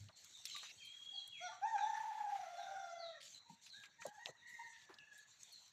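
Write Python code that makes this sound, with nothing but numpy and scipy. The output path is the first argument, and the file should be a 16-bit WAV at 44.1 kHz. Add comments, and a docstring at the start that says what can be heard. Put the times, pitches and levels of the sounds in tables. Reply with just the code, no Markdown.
"""Soft crackling hiss, a short low hum falls away and a goat's step snaps twigs; then a rooster crows. A second
rooster answers from far away. Both voices are wavering tones with overtones on top. Small birds chirp and
whistle with sliding or pulsing tones. Goats step and scuff: shaped bursts of noise, with stretches of crackling
hiss between. Random echoes throw the calls back, over soft air noise, a hiss and a faint hum."""
import sys
import numpy as np
from scipy import signal
from scipy.fft import rfft, irfft
from scipy.io import wavfile
from scipy.ndimage import uniform_filter1d

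SR = 44100
rng = np.random.default_rng(int(sys.argv[2]) if len(sys.argv) > 2 else 0)


def wrap_up_sound(samples):
    """Save the sound to the file named by the first command line argument, as 16-bit audio."""
    columns = np.atleast_2d(samples).T
    # keep every value between -1 and 1, then stretch to whole-number steps
    tamed = np.clip(columns, -1, 1)
    steps = np.round(tamed * 32767).astype(np.int16)
    wavfile.write(sys.argv[1], SR, steps)


N = 252252
TIME, FREQS = np.arange(N) / SR, np.fft.rfftfreq(N, 1 / SR)  # s, Hz
ONSET_S, RELEASE_S = 0.022, .02  # of every syllable and voice break


# a soft cluck, then the short syllables that open the crow:
# start t/s, length t/s, top pitch f/Hz, effort level/dB, overtones level/dB, roughness 0-1
SYLLABLES = [(1.124, 0.051, 790, -56.5, -97, 0.54), (1.402, 0.096, 726.2, -45, -54, 0.02),
             (1.507, .08, 760, -53.5, -62.5, .45), (1.614, 0.17, 920, -31, -57.5, .14)]
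# the long closing note:
# t/s, pitch f/Hz, roughness 0-1, effort level/dB, overtones level/dB, open-beak ring level/dB
LONG_NOTE = [(1.777, 775, .7, -45.5, -51, -64), (1.835, 846, .3, -29, -65, -62),
             (1.87, 884, 0.29, -37, -61.5, -65), (1.959, 895, .6, -41, -58, -66),
             (2.01, 867.5, 0.3, -37.5, -76.5, -74.5), (2.18, 851.8, .4, -43, -68.5, -86),
             (2.36, 793.7, 0.2, -35.5, -68, -78), (2.46, 677, .2, -52.5, -66, -66.5),
             (2.56, 702, .15, -43.5, -64.5, -74.5), (2.781, 708, 0.33, -53, -62.5, -67),
             (2.88, 690, .06, -44, -60.5, -67), (3.088, 668.4, 0.2, -47.5, -62, -90),
             (3.212, 547, 0.3, -60, -77, -79)]
# the windpipe favours the fundamental as it sweeps through its resonance: f/Hz, level/dB
WINDPIPE = [(560, -14.5), (700, -4.5), (790, -8.5), (840, -2), (880, -7.5), (920, -23)]
# the band where the open beak rings: f/Hz, level/dB
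BEAK_BAND = [(5150, -39), (5600, 5), (6100, 5), (6500, -27)]
ARCH_PER_S = 1.3  # share by which the pitch lies lower at a syllable's ends, per second of its length


def rooster(beak_below_db=-6):
    """Short syllables, then a long hoarse note that splits in two, clears and sinks."""
    opening = []
    for start, length, hz, effort, strain, rough in SYLLABLES:
        opening.append((start, length, hz, rough, effort, strain, strain + beak_below_db))
    gate, hz, rough, effort_db, strain_db, beak_db = phrase(opening, LONG_NOTE, ARCH_PER_S)
    level = gain_of(effort_db + read(WINDPIPE, hz))
    low, high = syrinx(hz, np.clip(rough, 0, 1), jitter=.06, shimmer=.55, rasp=.4)
    second, second_low, second_high = second_voice()
    # both sides of the voice organ draw on one airstream
    share = np.clip(1 - (second / level) ** 2, .3, 1)
    first = uniform_filter1d(gate * level * np.sqrt(share), size=500)
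    edge = gate * gain_of(strain_db) * high + second_high
    ring = gate * gain_of(beak_db) * coloured(high, BEAK_BAND)
    body = yard(first * low + second_low, wet_db=-4.5)
    # the beamed overtones carry more echo than the body
    return body + yard(edge + ring, wet_db=-3.0)


# weight of the overtones: f/Hz, level/dB
THROAT = [(1100, -4), (1450, -0.5), (1850, 2), (1940, 3), (2040, -7), (2130, -16), (2400, -7),
          (2750, -28.5), (3450, -11.5), (4100, -20), (4500, -31), (4800, -16), (5150, -30), (5700, -25),
          (7000, -21.5), (9000, -60.5)]
HOARSE_PULSES_HZ, HOARSE_PULSE_DEPTH = 33, 1  # depth is scaled by the roughness


def syrinx(hz, rough, jitter, shimmer, rasp):
    """A fluttering membrane: its fundamental, and its overtones and pulsed rasp through the throat."""
    unsteady_hz = hz * (1 + jitter * (rough + .06) * wander(110))
    phase = 2 * np.pi * np.cumsum(unsteady_hz) / SR
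    # hoarse stretches slip into a three-cycle pattern
    growl = rough ** 2 * np.cos(phase / 3 + wander(40))
    pulses = HOARSE_PULSE_DEPTH * np.cos(2 * np.pi * HOARSE_PULSES_HZ * TIME + 2 * wander(6.4))
    flutter = 1 + rough * (shimmer * wander(60) + pulses) + .12 * growl
    closure = phase + .22 * rough * wander(450) + .45 * growl
    overtones = np.zeros(N)
    for k in range(2, 13):
        weight = gain_of(read(THROAT, k * hz) + 3.9 * wander(21))
        overtones += weight * np.cos(k * closure)
    # breath noise that swells once per cycle
    breath = rng.standard_normal(N) * (1 + np.cos(phase))
    puffs = coloured(breath, [(500, -30)] + THROAT)
    fundamental = np.sqrt(2) * flutter * np.cos(phase)
    return fundamental, np.sqrt(2) * flutter * overtones + rasp * rough * puffs


# the other side of the syrinx breaks into a pitch of its own:
# start t/s, length t/s, starting pitch f/Hz, level/dB
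SECOND_VOICE = [(1.472, 0.05, 880, -57), (1.512, 0.03, 1158, -53.5), (2.53, .05, 581, -62.5),
                (2.579, 0.28, 785, -51.5), (2.673, 0.1, 613.4, -62), (2.9, 0.14, 769, -63.5)]
SECOND_SAG_HZ_PER_S = 50


def second_voice(jitter=0.017, shimmer=0.55, octave_db=-12):
    """Brief, unsteady breaks at a slowly sagging pitch: their level, fundamental and octave."""
    level, low, octave = np.zeros((3, N))
    for start, length, pitch_hz, db in SECOND_VOICE:
        envelope = gain_of(db) * held(start, length, ONSET_S, RELEASE_S)
        on = envelope > 0
        sagging_hz = pitch_hz - SECOND_SAG_HZ_PER_S * (TIME[on] - start)
        hz = sagging_hz * (1 + jitter * wander(110)[on])
        phase = 2 * np.pi * np.cumsum(hz) / SR
        swell = np.sqrt(2) * envelope[on] * (1 + shimmer * wander(49)[on])
        level += envelope
        low[on] += swell * np.cos(phase)
        octave[on] += swell * gain_of(octave_db + read(THROAT, 2 * hz)) * np.cos(2 * phase)
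    return level, low, octave


# syllables of the far rooster:
# start t/s, length t/s, top pitch f/Hz, fundamental level/dB, octave level/dB
FAR_SYLLABLES = [(3.43, 0.12, 945, -67.5, -91), (3.73, 0.13, 839, -83.5, -60.5),
                 (3.98, .08, 947, -65, -62.5), (4.05, .16, 838.4, -58, -64.5)]
# its long note: t/s, pitch f/Hz, fundamental level/dB, octave level/dB
FAR_NOTE = [(4.189, 937, -62, -59.5), (4.251, 965, -77, -57), (4.359, 940, -80, -75.5),
            (4.5, 950, -77.5, -54.5), (4.57, 937, -79, -56), (4.593, 916, -49.5, -53),
            (4.679, 919, -67.5, -58), (4.821, 863, -96, -72), (5.05, 846, -89.5, -66.5),
            (5.17, 845.5, -83, -57), (5.279, 844, -95.5, -85)]
FAR_ARCH_PER_S = .6  # pitch arch, counted as for the near rooster
# where its voice splits and a side tone rides above its octave
FAR_SPLIT_START_S, FAR_SPLIT_LENGTH_S = 4.42, 0.417
FAR_SPLIT_RATIO, FAR_SPLIT_DB = 1.11, -7  # pitch and level against the octave


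def far_rooster(jitter=0.021):
    """Little but the two lowest partials carries this far, hoarse and briefly split."""
    gate, hz, low_db, octave_db = phrase(FAR_SYLLABLES, FAR_NOTE, FAR_ARCH_PER_S)
    phase = 2 * np.pi * np.cumsum(hz * (1 + jitter * wander(110.3))) / SR
    upper = np.cos(2 * phase) + gain_of(-22.5) * np.cos(3 * phase) + gain_of(-17.5) * np.cos(4 * phase)
    split_time = held(FAR_SPLIT_START_S, FAR_SPLIT_LENGTH_S, ONSET_S, RELEASE_S)
    split = gain_of(FAR_SPLIT_DB) * split_time * wander(60)
    side_tone = split * np.cos(2 * FAR_SPLIT_RATIO * phase)
    call = gain_of(low_db) * np.cos(phase) + gain_of(octave_db) * (upper + side_tone)
    return yard(gate * call * (1 + .5 * wander(37)), wet_db=-2.5)


# a long thin bird whistle: t/s, pitch f/Hz, level/dB
WHISTLE = [(.77, 3160, -71), (.815, 3170, -53.5), (.97, 3287, -55), (1.17, 3270, -46.5),
           (1.31, 3305, -55.5), (1.48, 3307, -61), (1.53, 3340, -77)]
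WHISTLE_PULSES_HZ, WHISTLE_PULSE_DEPTH = 42, 0.38


def whistler():
    """A bird's one nearly pure, quickly pulsing note."""
    gate, hz, level_db = curves(WHISTLE)
    phase = 2 * np.pi * np.cumsum(hz * (1 + 0.0083 * wander(80))) / SR
    buzz = 1 + 0.13 * np.cos(2 * np.pi * 465 * TIME + wander(40))  # weak side tones
    pulsing = 1 + WHISTLE_PULSE_DEPTH * np.cos(2 * np.pi * WHISTLE_PULSES_HZ * TIME + wander(23))
    return yard(gate * gain_of(level_db) * buzz * pulsing * np.cos(phase), wet_db=-1)


# falling chirps: t/s, length t/s, start f/Hz, level/dB
CHIRPS = [(0.126, 0.034, 4370, -65.5), (0.34, 0.032, 3870, -54.5), (0.495, .075, 4425, -48.5),
          (0.802, 0.042, 2700, -58.5), (0.811, .075, 4655, -60), (1.131, .09, 4740, -53.5),
          (1.317, .105, 3032, -55), (1.419, .075, 4610, -58), (1.779, 0.077, 4160, -55),
          (2.56, 0.09, 4440, -59.5), (2.984, .11, 4710, -52.5), (3.335, .04, 4290, -56),
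          (3.694, 0.079, 4400, -55), (4.368, 0.055, 4120, -67), (4.982, 0.038, 2927, -59.5),
          (5.518, 0.046, 4490, -54)]
SLIDE_HZ_PER_S = 9500  # total fall per second of a chirp's length


def chirps():
    """Quick, trembling slides that flatten out and linger; the longer, the further they fall."""
    out = np.zeros(N)
    for start, length, start_hz, db in CHIRPS:
        u = np.linspace(0, 1, int(length * SR))  # progress through the chirp
        hz = start_hz - SLIDE_HZ_PER_S * length * (1 - (1 - u) ** 1.5)
        hz = hz * (1 + .011 * burst(150, 1)[:len(u)])
        swell = np.sqrt(4 * u * (1 - u)) * gain_of(3 * burst(60, 1)[:len(u)])
        add(out, start, gain_of(db) * swell * np.sin(2 * np.pi * np.cumsum(hz) / SR))
    return yard(out, wet_db=1)


# twigs and grit snapping under hooves:
# t/s, level/dB before the fade, centre f/Hz, spread in octaves, time to fade by 60 dB t/s
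SNAPS = [(.086, -55.5, 3660, 0.49, 0.029), (0.245, -53, 6850, 1, 0.019), (.454, -37, 4200, .8, 0.022),
         (0.456, -55, 7900, 1.1, 0.07), (0.563, -45.5, 2610, 1, 0.034), (0.579, -58, 7440, .7, 0.045),
         (0.63, -52, 1710, 0.89, 0.14), (0.851, -66.5, 9850, 0.5, 0.092), (1.277, -54, 9150, 0.53, .019),
         (3.664, -57, 3060, 0.86, 0.11), (3.836, -55.5, 2080, 0.75, .12), (3.857, -48.5, 4460, 0.45, 0.008),
         (4.019, -48.5, 1770, 0.61, .061), (4.065, -47, 6500, 0.8, 0.015),
         (4.259, -24.5, 2745, 0.54, 0.0044), (4.489, -72.5, 9040, 0.88, 0.27),
         (4.941, -56, 4560, 0.44, 0.033), (4.986, -55, 3970, 0.44, 0.023), (5.178, -64, 8090, .7, 0.066),
         (5.432, -43.5, 6800, 0.3, 0.013), (5.525, -60, 8400, 0.66, 0.043)]
# hooves and knocks on soil and wood: same columns as the snaps
KNOCKS = [(.09, -47.5, 920, 0.78, 0.048), (.547, -36.5, 1160, 0.025, 0.076), (3.498, -51, 213, 0.37, 0.11),
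          (3.496, -42, 875, 0.047, 0.047), (4.051, -32, 604, 0.56, 0.059), (4.066, -56.5, 180, 0.62, 0.085),
          (4.29, -51.5, 144, 0.19, 0.074), (4.262, -47, 720, 0.46, 0.13), (4.288, -41.5, 540, 0.78, 0.05),
          (4.887, -56, 1010, 1.03, 0.24), (4.896, -45, 368, 0.28, 0.046)]
# hooves dragging through dirt: start t/s, length t/s, level/dB, centre f/Hz
SCUFFS = [(0.456, 0.269, -58, 3160), (3.203, 0.081, -59.5, 3730), (3.631, 0.079, -70, 4540),
          (4.261, 0.016, -62, 2220), (4.723, 0.14, -67.5, 3150)]


def goats():
    """Snaps, dull knocks and gritty scuffs close by, all made from short bursts of noise."""
    drag, steps = np.zeros((2, N))
    for start, length, db, hz in SCUFFS:
        grit = burst(hz, 0.54)[:int(length * SR)]
        add(drag, start, gain_of(db) * grit * signal.windows.tukey(len(grit), .12))
    # the grit flickers but keeps its overall level
    drag = np.std(drag) * patchy(drag * gain_of(2.5 * wander(200)), depth_db=4.5)
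    for start, db, hz, octaves, t60 in SNAPS:
        add(steps, start, hit(db, hz, octaves, t60, rise_s=.00015))
    for start, db, hz, octaves, t60 in KNOCKS:
        add(steps, start, hit(db, hz, octaves, t60, rise_s=0.011))
    return steps + drag


# stretches of crackling hiss: start t/s, length t/s, level/dB at the start
HISS_STRETCHES = [(-.02, 0.11, -66), (.15, 0.93, -63), (0.43, 0.263, -60), (0.823, 0.053, -71), (1.023, 0.35, -69),
                  (1.363, 0.21, -69), (1.653, 1.3, -69.5), (3.21, 0.19, -60), (3.477, 0.085, -65.5),
                  (3.609, 0.072, -61.5), (3.71, .17, -65.5), (3.999, 0.11, -59.5), (4.122, 0.15, -69.5),
                  (4.245, 0.076, -59), (4.458, 0.41, -66.5), (5.113, 0.14, -66.5), (5.26, 0.17, -69),
                  (5.385, 0.33, -65)]
# colour of the fizz: f/Hz, relative level/dB per Hz
FIZZ = [(500, -37), (1500, -15), (2800, -3), (3800, 2.5), (4400, 4.5), (5050, -10.5), (5800, 4),
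        (7000, 6.5), (8000, -2), (9500, -24), (12000, -16), (15500, -30)]
# colour of the separate crackles: f/Hz, relative level/dB per Hz
CRACKLES = [(500, -39.5), (2000, -2), (4000, -1), (7000, 8), (9500, -15.5), (12000, -7), (15500, -15)]
STRETCH_ATTACK_S, STRETCH_RELEASE_S = 0.023, 0.017
STRETCH_FADE_DB, FIZZ_REST_DB = -5, -80.5  # fade over one stretch; level between stretches


def crackling_hiss():
    """Each stretch is a patchy fizz with separate crackles, fading as it goes."""
    level = gain_of(FIZZ_REST_DB) * np.ones(N)
    for start, length, db in HISS_STRETCHES:
        fade_db = STRETCH_FADE_DB * np.clip((TIME - start) / length, 0, 1)
        envelope = held(start, length, STRETCH_ATTACK_S, STRETCH_RELEASE_S)
        level = np.hypot(level, gain_of(db + fade_db) * envelope)
    # about 200 clicks a second, a few much louder than the rest
    clicks = rng.standard_normal(N) * (rng.random(N) < 200 / SR)
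    crackles = clicks * gain_of(4.5 * np.minimum(rng.exponential(1, N), 3))
    fizz = patchy(rng.standard_normal(N), depth_db=4)
    return level * (coloured(fizz, FIZZ) + gain_of(-13.5) * coloured(crackles, CRACKLES))


# colour of the still air: f/Hz, relative level/dB per Hz
AIR = [(15, -79.5), (25, -6), (44, -2), (136, 7.5), (331, -3.5), (804, -1.5), (1170, -2.5), (1900, 2.5),
       (3260, -8.5), (3830, 2), (5010, -16), (5880, -0.5), (6920, -12), (9050, -41.5), (15500, -27)]
AIR_DB = -76
# a broad hiss swells under the long note: t/s, level/dB
HISS = [(1.6, -75), (1.93, -66), (1.99, -61.5), (2.29, -67), (2.35, -60.5), (2.53, -67.5), (2.62, -64),
        (3.1, -82)]
# its colour: f/Hz, relative level/dB per Hz
HISS_COLOUR = [(500, -10.5), (1000, 10), (2000, 11.5), (3500, 4), (5000, 0.5), (9000, -12.5),
               (15500, -15.5)]
HUM_HZ, HUM_LOUD_S = 101, .11
HUM_START_DB, HUM_FALL_DB_PER_S, HUM_REST_DB = -52.5, 130, -99


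def background():
    """Still outdoor air, a swell of hiss, and a low hum that soon falls away."""
    air = coloured(patchy(rng.standard_normal(N), depth_db=4.0), AIR)
    air = gain_of(AIR_DB) * air * gain_of(.5 * wander(1.6))
    gate, hiss_db = curves(HISS)
    hiss_level = gate * gain_of(hiss_db + 1.8 * wander(50))
    hiss = hiss_level * coloured(rng.standard_normal(N), HISS_COLOUR)
    falling = gain_of(HUM_START_DB - HUM_FALL_DB_PER_S * TIME)
    hum_level = falling * held(0, HUM_LOUD_S, 0.0033, 0.045) + gain_of(HUM_REST_DB)
    rumble_colour = [(70, -24.5), (110, 3), (190, 4), (300, -23.5), (900, -63.5)]  # f/Hz, level/dB
    rumble = coloured(rng.standard_normal(N), rumble_colour)
    tone = np.sqrt(2) * np.sin(2 * np.pi * HUM_HZ * TIME)
    return air + hiss + hum_level * (tone + 0.5 * rumble)


# how long the echoes last: f/Hz, time to fade by 60 dB t/s
YARD = [(200, 0.043), (900, 0.46), (3500, 0.46), (9000, 0.19)]


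def yard(x, wet_db):
    """Direct sound plus scattered echoes off walls and trees, each band dying at its own speed."""
    # random echoes, about 1500 a second, none in the first 12 ms
    taps = rng.choice([-1., 1.], SR) * (rng.random(SR) < 1500 / SR) * (TIME[:SR] > .012)
    hz, t, z = signal.stft(taps, SR, nperseg=256)
    decay = gain_of(-60 * t / read(YARD, hz)[:, None])
    tail = signal.istft(z * decay, SR, nperseg=256)[1]
    echo = signal.fftconvolve(x, tail)[:N]
    wet = gain_of(wet_db)
    return (x + wet * evened(echo) * np.std(x)) / np.sqrt(1 + wet ** 2)


def phrase(syllables, long_note, arch_per_s):
    """Syllables that each arch in pitch, then a long note: gate, pitch and further controls over time."""
    gate, hz, *controls = curves(long_note)
    for start, length, top_hz, *values in syllables:
        envelope = held(start, length, ONSET_S, RELEASE_S)
        inside = envelope > gate
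        from_middle = 2 * (TIME[inside] - start) / length - 1  # -1 at the start, 1 at the end
        hz[inside] = top_hz * (1 - arch_per_s * length * from_middle ** 2)
        for control, value in zip(controls, values):
            control[inside] = value
        gate = np.maximum(gate, envelope)
    return [gate, hz] + [uniform_filter1d(c, size=300) for c in controls]


def curves(rows):
    """A gate that is open while the rows last, then each column drawn as a line over time."""
    t, *columns = np.transpose(rows)
    gate = uniform_filter1d(1. * ((TIME >= t[0]) & (TIME <= t[-1])), size=400)
    return [gate] + [np.interp(TIME, t, c) for c in columns]


def held(start, length, attack_s, release_s):
    """An envelope that rises, holds and falls."""
    rise = (TIME - start) / attack_s
    fall = (start + length - TIME) / release_s
    return np.clip(np.minimum(rise, fall), 0, 1)


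def hit(db, hz, octaves, t60, rise_s):
    """A blow is a burst of noise that rises fast and dies away."""
    ring = burst(hz, octaves)
    t = TIME[:len(ring)]
    return gain_of(db) * ring * (1 - np.exp(-t / rise_s)) * np.exp(-np.log(1000) * t / t60)


def burst(hz, octaves, size=16384):
    """A short stretch of noise in one broad resonance."""
    away = np.log2((np.fft.rfftfreq(size, 1 / SR) + 1) / hz) / octaves
    return evened(irfft(rfft(rng.standard_normal(size)) / (1 + away ** 2 / 2) ** 2))


def patchy(x, depth_db):
    """Makes the colour of a noise flicker in small patches of time and pitch, at rms 1."""
    z = signal.stft(x, nperseg=512)[2]
    patches = uniform_filter1d(rng.standard_normal(z.shape), size=5, axis=0)
    patches = evened(uniform_filter1d(patches, size=7, axis=1))
    return evened(signal.istft(z * gain_of(depth_db * patches), nperseg=512)[1][:N])


def wander(hz, size=16384):
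    """Random drift, at rms 1, with little movement faster than hz."""
    speed = np.fft.rfftfreq(size, N / SR / size)
    drift = irfft(rfft(rng.standard_normal(size)) / (1 + (speed / hz) ** 4))
    return np.interp(TIME, np.linspace(0, N / SR, size), evened(drift))


def coloured(x, spectrum):
    """Filters x by a spectrum and sets it to rms 1."""
    return evened(irfft(rfft(x) * gain_of(read(spectrum, FREQS)), N))


def read(points, hz):
    """Reads a spectrum on a log-frequency axis, in steps of pitch as the ear does."""
    f, value = np.transpose(points)
    return np.interp(np.log(hz + 1), np.log(f + 1), value)


def gain_of(db):
    """Turns decibels into a factor to multiply by."""
    return 10 ** (np.asarray(db) / 20)


def evened(x):
    """Scales to an average strength (rms) of 1."""
    return x / np.sqrt(np.mean(x ** 2) + 1e-20)


def add(mix, start, sound):
    """Mixes a sound in at a start time in seconds."""
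    part = mix[max(round(start * SR), 0):][:len(sound)]
    part += sound[:len(part)]


def scene():
    """The whole yard at one microphone."""
    birds = rooster() + far_rooster() + whistler() + chirps()
    return (birds + goats() + crackling_hiss() + background())[None]


EDGE_HZ = 15600  # upper band limit


def record(dry):
    """The microphone's bass roll-off and the recorder's band limit."""
    thin = signal.sosfilt(signal.butter(2, 55, "high", fs=SR, output="sos"), dry)
    lowpass = signal.firwin(511, EDGE_HZ, window=("kaiser", 9), fs=SR)
    return signal.oaconvolve(thin, lowpass[None], "same")


dry = scene()
out = record(dry)
wrap_up_sound(out)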